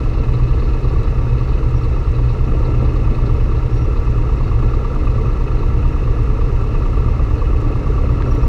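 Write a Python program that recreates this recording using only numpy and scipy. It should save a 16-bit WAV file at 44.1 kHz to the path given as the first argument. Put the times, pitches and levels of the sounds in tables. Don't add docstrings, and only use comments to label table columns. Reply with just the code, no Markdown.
import sys
import numpy as np
from scipy import signal
from scipy.fft import rfft, irfft
from scipy.io import wavfile
from scipy.ndimage import uniform_filter1d, minimum_filter1d, map_coordinates

SR = 44100
rng = np.random.default_rng(int(sys.argv[2]) if len(sys.argv) > 2 else 0)


def master_out(mix):
    frames = np.transpose(np.atleast_2d(mix))
    ceiling = np.clip(frames, -1, 1)
    pcm = np.round(ceiling * 32767).astype(np.int16)
    wavfile.write(sys.argv[1], SR, pcm)


N = 373968
TIME = np.arange(N) / SR
HZ = np.fft.rfftfreq(N, 1 / SR)


def propeller(cycle, unevenness=.1):
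    # order, rms_db
    orders = [(1, -19.8), (2, -27), (3, -32.5)]
    passes = 4 * (cycle - .594)
    pulses = -sum(np.sqrt(2) * gain_of(db) * np.cos(2 * np.pi * k * passes) for k, db in orders)
    return (1 + unevenness * wander(16)) * pulses


def exhaust_throb(cycle, unevenness=.09):
    # order, rms_db
    orders = [(3, -20.3), (6, -24), (7, -42), (9, -37), (11, -42), (17, -45), (18, -45)]
    out = np.zeros(N)
    for k, db in orders:
        lag = rng.random() * (k > 6)
        amplitude = np.sqrt(2) * gain_of(db) * (1 + unevenness * wander(14))
        out -= amplitude * np.cos(2 * np.pi * (k * (cycle - .552) + lag))
    return out


def valve_gear(cycle, scatter_db=1.55, jitter_s=.00033, detune=.022, cover_hz=936, cover_db=-17):
    # cycle_fraction, ring_hz, level_db, rise_s
    knocks = [(.012, 1288, -31, .0025), (.068, 1284, -39, .0023), (.153, 1175, -33, 0.0023),
              (.196, 1236, -29.5, .0025), (.296, 1260, -31.5, 0.0028), (.35, 1301, -34, .0026),
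              (.512, 1169, -25.5, 0.0036), (.567, 1185, -30.5, 0.0031), (.575, 918, -33, .003),
              (.688, 1175, -31.5, 0.0014), (.787, 984, -39.5, 0.0027), (.845, 1170, -46, .003),
              (.955, 1306, -38, .003)]
    # time_s, gain_db
    strength = [(0, -5), (1.8, -1.5), (3, -2.2), (3.8, -2.5), (4.6, -.5), (5.3, -0.5), (6.2, -0.5),
                (8.48, -0.5)]
    weak_s = [3.74, 5.74, 6.52]
    out, t = np.zeros(N), TIME[:SR // 25]
    for place, hz, db, rise_s in knocks:
        times = cycle_times(cycle, place)
        weak = abs(times[:, None] - weak_s).min(1) < .012
        force_db = np.interp(times, TIME, curve(strength) + .6 * wander(.8)) - 9 * weak
        cover_envelope = gain_of(cover_db) * np.minimum(t / rise_s, 1) * np.exp(-t / .018)
        cover = cover_envelope * np.sin(2 * np.pi * cover_hz * t)
        for s, hit_db, (late, size, sharp) in zip(times, force_db, rng.standard_normal((100, 3))):
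            ring = pulse(t, rise_s) * np.sin(2 * np.pi * hz * (1 + detune * sharp) * t) + cover
            add(out, s + jitter_s * late, gain_of(db + hit_db + scatter_db * size) * ring)
    return out


def cowling_chugs(cycle, scatter_db=2, detune=.03, growth_db_per_s=.03):
    # cycle_fraction, ring_hz, level_db, rise_s
    puffs = [(.062, 452, -28.5, .004), (.322, 422, -27, .0042), (.58, 477, -38.5, 0.0026),
             (0.684, 464, -34.5, 0.0038), (.822, 379, -30.5, 0.0035)]
    out, t = np.zeros(N), TIME[:SR // 25]
    for place, hz, db, rise_s in puffs:
        for s, (size, sharp) in zip(cycle_times(cycle, place), rng.standard_normal((100, 2))):
            ring = pulse(t, rise_s) * np.sin(2 * np.pi * hz * (1 + detune * sharp) * t)
            add(out, s, gain_of(db + growth_db_per_s * s + scatter_db * size) * ring)
    return out


def propeller_wash(cycle, level_db=-28.5, gust_db=.52):
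    # freq_hz, density_db
    spectrum = [(100, -31.5), (180, -1.5), (260, -1), (310, .5), (370, -2), (460, 0.5), (550, -9.5),
                (680, -14), (1000, -16.8), (1340, -21.5), (1500, -33), (2200, -67.5)]
    air = cyclic_noise(cycle, share=.09) * swell(4 * cycle, place=.42, depth_db=1.4)
    gusts = gain_of(gust_db * wander(25))
    return runway_gain(level_db, db_per_db=1.4) * in_cabin(air * gusts, spectrum)


def runway_rumble(level_db=-20.5):
    # freq_hz, density_db
    spectrum = [(6, -40), (16, -12.5), (24, 0), (34, -0.5), (42, -4), (50, -6.5), (67, 4.5), (78, -3.5),
                (100, -3.5), (120, -2.5), (145, -10.5), (175, -18.5), (260, -50.5)]
    return runway_gain(level_db, db_per_db=3) * in_cabin(rng.standard_normal(N), spectrum)


def tyre_drone(wheel, nose, unevenness=.2, slip_turns=.031):
    # order, level_db
    main_orders = [(4, -29.5), (5, -28.5), (6, -35.5), (9, -36.5), (10, -34.5), (11, -36), (12, -48.5),
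                   (13, -42.5)]
    # order, level_db
    nose_orders = [(2, -38.5), (3, -29), (6, -39)]
    out = np.zeros(N)
    for turns, orders in (wheel, main_orders), (nose, nose_orders):
        rate_hz = np.gradient(turns) * SR
        for k, db in orders:
            boom_db = resonance_db(k * rate_hz, centre_hz=122, width_hz=14, lift_db=11)
            amplitude = np.sqrt(2) * gain_of(db + boom_db) * (1 + unevenness * wander(5.3))
            out += amplitude * np.cos(2 * np.pi * (k * turns + slip_turns * wander(3.4) + rng.random()))
    return out


def seam_thumps():
    # start_s, level_db, rise_s
    seams = [(0.187, -26, 0.0076), (2.547, -21, 0.0035), (2.678, -21.5, 0.01), (2.818, -21.5, 0.009),
             (3.099, -23, .011), (3.238, -27, 0.01), (3.878, -25, 0.0036), (4.627, -22, 0.0079),
             (7.478, -33, .007), (7.7, -22.5, 0.0077), (8.038, -24.5, 0.0062), (8.111, -28, 0.0046),
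             (8.271, -21, 0.0081)]
    # freq_hz, density_db
    spectrum = [(120, -24), (220, 0.5), (330, 1.5), (470, -3.5), (600, -8.5), (900, -33.5)]
    envelope, t = np.zeros(N), TIME[:SR // 8]
    for s, db, rise_s in seams:
        add(envelope, s, gain_of(db) * t / rise_s * np.exp(1 - t / rise_s))
    return envelope * in_cabin(rng.standard_normal(N), spectrum)


def tread_hum(trim_db=-1, unevenness=.3, slip_cycles=.056):
    # time_s, pitch_hz, level_db
    note = [(0, 316.5, -41.5), (.9, 318, -40.5), (1.4, 312.5, -38), (2.1, 305.6, -45), (2.8, 307.3, -40),
            (3.4, 306.5, -34.5), (4.2, 310.4, -36.5), (5, 301.8, -43), (5.8, 299.4, -42), (6.4, 293.5, -39),
            (7.1, 294, -39), (7.6, 291.4, -33), (8.48, 285.7, -33.5)]
    cycles = np.cumsum(curve(note)) / SR + slip_cycles * wander(5)
    amplitude = np.sqrt(2) * gain_of(trim_db + curve(note, column=2)) * (1 + unevenness * wander(3.5))
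    return amplitude * np.cos(2 * np.pi * cycles)


def engine_hiss(cycle, level_db=-44.5):
    # freq_hz, density_db
    spectrum = [(900, -15.5), (1500, -7), (1800, -3), (2200, 0.5), (2380, -6), (2750, -1.5), (3200, -12.5),
                (3700, -8.5), (4800, -14), (6000, -14.5), (7000, -21), (10500, -30), (15000, -32)]
    shaken = cyclic_noise(cycle, share=.2) * swell(3 * cycle, place=.7, depth_db=.6)
    return runway_gain(level_db, db_per_db=.3) * in_cabin(shaken, spectrum)


def panel_buzz(cycle, nose, level_db=-50, looseness_db=1):
    # freq_hz, density_db
    spectrum = [(1500, -10), (2100, -8.5), (2380, -21), (2580, 2.5), (2780, -7.5), (2950, -4.5),
                (3200, -30.5)]
    # start_s, level_db
    rattles = [(.231, -38), (.525, -40), (.61, -43), (.683, -43), (1.073, -39.5), (1.476, -37),
               (1.526, -37.5), (1.572, -39), (2.739, -39), (3.395, -38), (5.069, -38), (5.47, -42),
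               (6.738, -37), (6.848, -41.5)]
    jolts = stroke(cycle, place=.18, rise=.04, scatter_db=2) ** 2
    jolts += stroke(cycle, place=.49, rise=.07, scatter_db=2) ** 2
    turning = stroke(nose, place=.5, rise=.24, scatter_db=.8) ** 2
    shake = np.sqrt(turning ** 2 + .3 * jolts) * gain_of(looseness_db * wander(3.2))
    envelope = np.maximum(gain_of(level_db) * unit_rms(shake), flares(rattles, rise_s=.009))
    return envelope * in_cabin(cyclic_noise(cycle, share=.15), spectrum)


def wheel_rub(nose):
    # freq_hz, density_db
    spectrum = [(3000, -34.5), (3650, -4.5), (4050, 0.5), (4480, -2.5), (4850, -11), (7000, -40)]
    # time_s, level_db
    drag = [(0, -56.5), (.5, -58.5), (.7, -61), (.95, -57), (1.2, -64), (1.45, -56), (2.1, -60.5),
            (3.3, -62), (3.7, -68), (4.6, -59), (6, -64.5), (8.48, -63)]
    # start_s, level_db
    catches = [(.177, -55), (.331, -48), (.428, -55), (.587, -48), (.632, -51), (.682, -51), (.723, -54),
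               (.826, -49), (.885, -48), (1.029, -52), (1.377, -51), (1.482, -52), (1.525, -54),
               (1.83, -50), (2.142, -49), (2.289, -48), (2.64, -50), (2.84, -50), (2.95, -52), (3.138, -50),
               (3.253, -48), (3.555, -52), (3.756, -53), (3.956, -51), (4.466, -51), (5.581, -53),
               (7.374, -51)]
    high_spot = stroke(nose, place=.6, rise=.27, scatter_db=.8) ** 2
    scrape = gain_of(curve(drag)) * unit_rms(.06 + high_spot)
    return np.hypot(scrape, flares(catches, rise_s=.013)) * in_cabin(rng.standard_normal(N), spectrum)


def squeaks(arch=.01, waver=.007, echo_s=.01, echo_db=-10):
    # start_s, length_s, pitch_hz, level_db, climb_fraction, octave_db
    chirps = [(1.746, .045, 5640, -52.5, .015, -30), (1.81, .03, 5550, -55, 0, -32),
              (3.72, 0.044, 5530, -55, -.02, -28), (3.76, 0.038, 5670, -52, .025, -28),
              (3.803, .042, 5640, -50, -0.0039, -30), (3.838, .03, 5820, -54, .04, -32),
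              (8.266, .02, 5640, -50, .01, -25), (8.307, .02, 5680, -45.5, .005, -16),
              (8.344, .014, 5730, -50, .005, -3), (8.38, .018, 5770, -53, .015, -20),
              (8.425, 0.025, 5500, -49, 0, -35)]
    out, drift = np.zeros(N), wander(500)
    for s, length_s, hz, db, climb, octave_db in chirps:
        during = (TIME >= s) & (TIME < s + length_s)
        progress = (TIME[during] - s) / length_s
        effort = np.sin(np.pi * progress)
        pitch_hz = hz * (1 + climb * (progress - .5) + arch * (effort - 1) + waver * drift[during])
        phase = 2 * np.pi * np.cumsum(pitch_hz) / SR
        tone = np.sin(phase) + gain_of(octave_db) * effort * np.sin(2 * phase)
        add(out, s, gain_of(db) * np.sqrt(effort) * tone)
    echo = rng.standard_normal(SR // 10) * np.exp(-TIME[:SR // 10] / echo_s)
    return out + gain_of(echo_db) * signal.oaconvolve(out, echo / np.linalg.norm(echo))[:N]


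def trim_clacks(rise_s=.00058):
    # start_s, level_db, decay_s
    taps = [(2.809, -35, .003), (3.55, -39, .002), (8.222, -27, 0.0042), (8.336, -27.5, .0019),
            (8.411, -42, .002)]
    # freq_hz, density_db
    spectrum = [(700, -23), (1500, 14), (2300, -1), (4000, -3), (7000, -20), (11000, -54)]
    envelope, t = np.zeros(N), TIME[:SR // 20]
    for s, db, decay_s in taps:
        add(envelope, s, gain_of(db) * np.minimum(t / rise_s, 1) * np.exp(-t / decay_s))
    return envelope * in_cabin(rng.standard_normal(N), spectrum)


def fitting_ticks(level_db=-71, rate_hz=40, clear_trim_db=-4, decay_s=.0027):
    # start_s, level_db
    clear_ticks = [(1.687, -49), (2.832, -49), (3.652, -55), (5.054, -49), (6.613, -49), (7.33, -51),
                   (8.351, -49), (8.375, -51)]
    # freq_hz, density_db
    spectrum = [(1500, -11.5), (3500, -12.5), (7000, 5.5), (10000, -8), (14000, -18), (15200, -19)]
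    sizes = gain_of(3 * np.minimum(rng.exponential(1, N), 3))
    impulses = sizes * (rng.random(N) < rate_hz / SR)
    decays = signal.lfilter([1], [1, -np.exp(-1 / (decay_s * SR))], impulses)
    envelope = gain_of(level_db) * unit_rms(decays)
    for s, db in clear_ticks:
        add(envelope, s, gain_of(db + clear_trim_db) * np.exp(-TIME[:SR // 50] / decay_s))
    return envelope * in_cabin(rng.standard_normal(N), spectrum)


def runway_gain(level_db, db_per_db):
    # time_s, level_db
    roughness = [(0, -0.5), (0.8, 0), (2.2, -1), (2.6, 0.8), (3.2, .5), (3.7, -0.5), (7.1, 0.26),
                 (7.8, 0.5), (8.48, 1)]
    return gain_of(level_db + db_per_db * curve(roughness))


def in_cabin(x, spectrum):
    # centre_hz, width_hz, lift_db
    modes = [(232.4, 21, 3), (330, 11, -0.4), (768, 23, 3), (936.5, 34, 8.5), (1153, 49, 11.5),
             (1332, 47, 13), (1700, 140, 7.5), (1943, 30, 6), (2090, 21, 7.5), (2554, 54, 9),
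             (2693, 53, 5.5), (3940, 36, 5.5), (4060, 52, 0), (4440, 21, 3.5), (5280, 82, 4.5)]
    freq_hz, density_db = np.transpose(spectrum)
    shape_db = np.interp(np.log(HZ + 1), np.log(freq_hz), density_db)
    shape_db += sum(resonance_db(HZ, *mode) for mode in modes)
    rolloff = np.minimum(1, freq_hz[-1] / (HZ + 1)) ** 2
    return unit_rms(irfft(rfft(x) * gain_of(shape_db) * rolloff, N))


def resonance_db(hz, centre_hz, width_hz, lift_db):
    return lift_db / (1 + (2 * (hz - centre_hz) / width_hz) ** 2)


def cyclic_noise(cycle, share):
    length = round(N / cycle[-1])
    loop = map_coordinates(rng.standard_normal(length), [cycle % 1 * length], order=1, mode="grid-wrap")
    return np.sqrt(share) * unit_rms(loop) + np.sqrt(1 - share) * rng.standard_normal(N)


def cycle_times(cycle, place):
    return np.interp(np.arange(place, cycle[-1], 1), cycle, TIME)


def swell(turns, place, depth_db):
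    return gain_of(depth_db * np.cos(2 * np.pi * (turns - place)))


def stroke(turns, place, rise, scatter_db):
    count, part = np.divmod(turns - place + 2, 1)
    size = gain_of(scatter_db * rng.standard_normal(400))[count.astype(int)]
    return size * part / rise * np.exp(1 - part / rise)


def pulse(t, rise_s):
    return (t / rise_s * np.exp(1 - t / rise_s)) ** 2


def flares(rows, rise_s):
    envelope = np.zeros(N)
    for s, db in rows:
        add(envelope, s, gain_of(db) * pulse(TIME[:SR // 12], rise_s))
    return envelope


def wander(rate_hz, step=32):
    count = N // step + 2
    lowpass = 1 / (1 + (np.fft.rfftfreq(count, step / SR) / rate_hz) ** 4)
    slow = irfft(rfft(rng.standard_normal(count)) * lowpass, count)
    return unit_rms(np.interp(np.arange(N) / step, np.arange(count), slow))


def curve(rows, column=1):
    rows = np.array(rows)
    return np.interp(TIME, rows[:, 0], rows[:, column])


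def add(mix, start_s, sound):
    part = mix[max(round(start_s * SR), 0):][:len(sound)]
    part += sound[:len(part)]


def gain_of(db):
    return 10 ** (np.asarray(db) / 20)


def unit_rms(x):
    return x / np.sqrt(np.mean(x ** 2) + 1e-20)


def scene(wheel_hz=12.32, slowing_hz_per_s=.105):
    # time_s, rate_hz
    engine_speed = [(0, 8.884), (0.8, 8.905), (2.1, 9.018), (4.5, 9.011), (5.9, 8.935), (7, 8.949),
                    (8.48, 8.834)]
    cycle = np.cumsum(curve(engine_speed)) / SR
    wheel = np.cumsum(wheel_hz - slowing_hz_per_s * TIME) / SR
    nose = 1.638 * wheel
    engine = exhaust_throb(cycle) + propeller(cycle) + valve_gear(cycle) + cowling_chugs(cycle)
    rush = propeller_wash(cycle) + engine_hiss(cycle)
    rolling = tyre_drone(wheel, nose) + runway_rumble() + seam_thumps()
    friction = wheel_rub(nose) + squeaks()
    cabin = tread_hum() + panel_buzz(cycle, nose) + trim_clacks() + fitting_ticks()
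    return (engine + rush + rolling + friction + cabin)[None]


def record(dry, hold_s=.023, ceiling_db=-3.3, fade_in_s=.004, cutoff_hz=15400):
    hold = round(hold_s * SR)
    allowed = np.minimum(1, gain_of(ceiling_db) / (abs(dry) + 1e-9))
    limited = dry * uniform_filter1d(minimum_filter1d(allowed, hold), hold)
    fade_in = np.minimum(TIME / fade_in_s, 1)
    lowpass = signal.firwin(511, cutoff_hz, window=("kaiser", 9), fs=SR)
    return signal.oaconvolve(limited * fade_in, lowpass[None], "same")


dry = scene()
out = record(dry)
master_out(out)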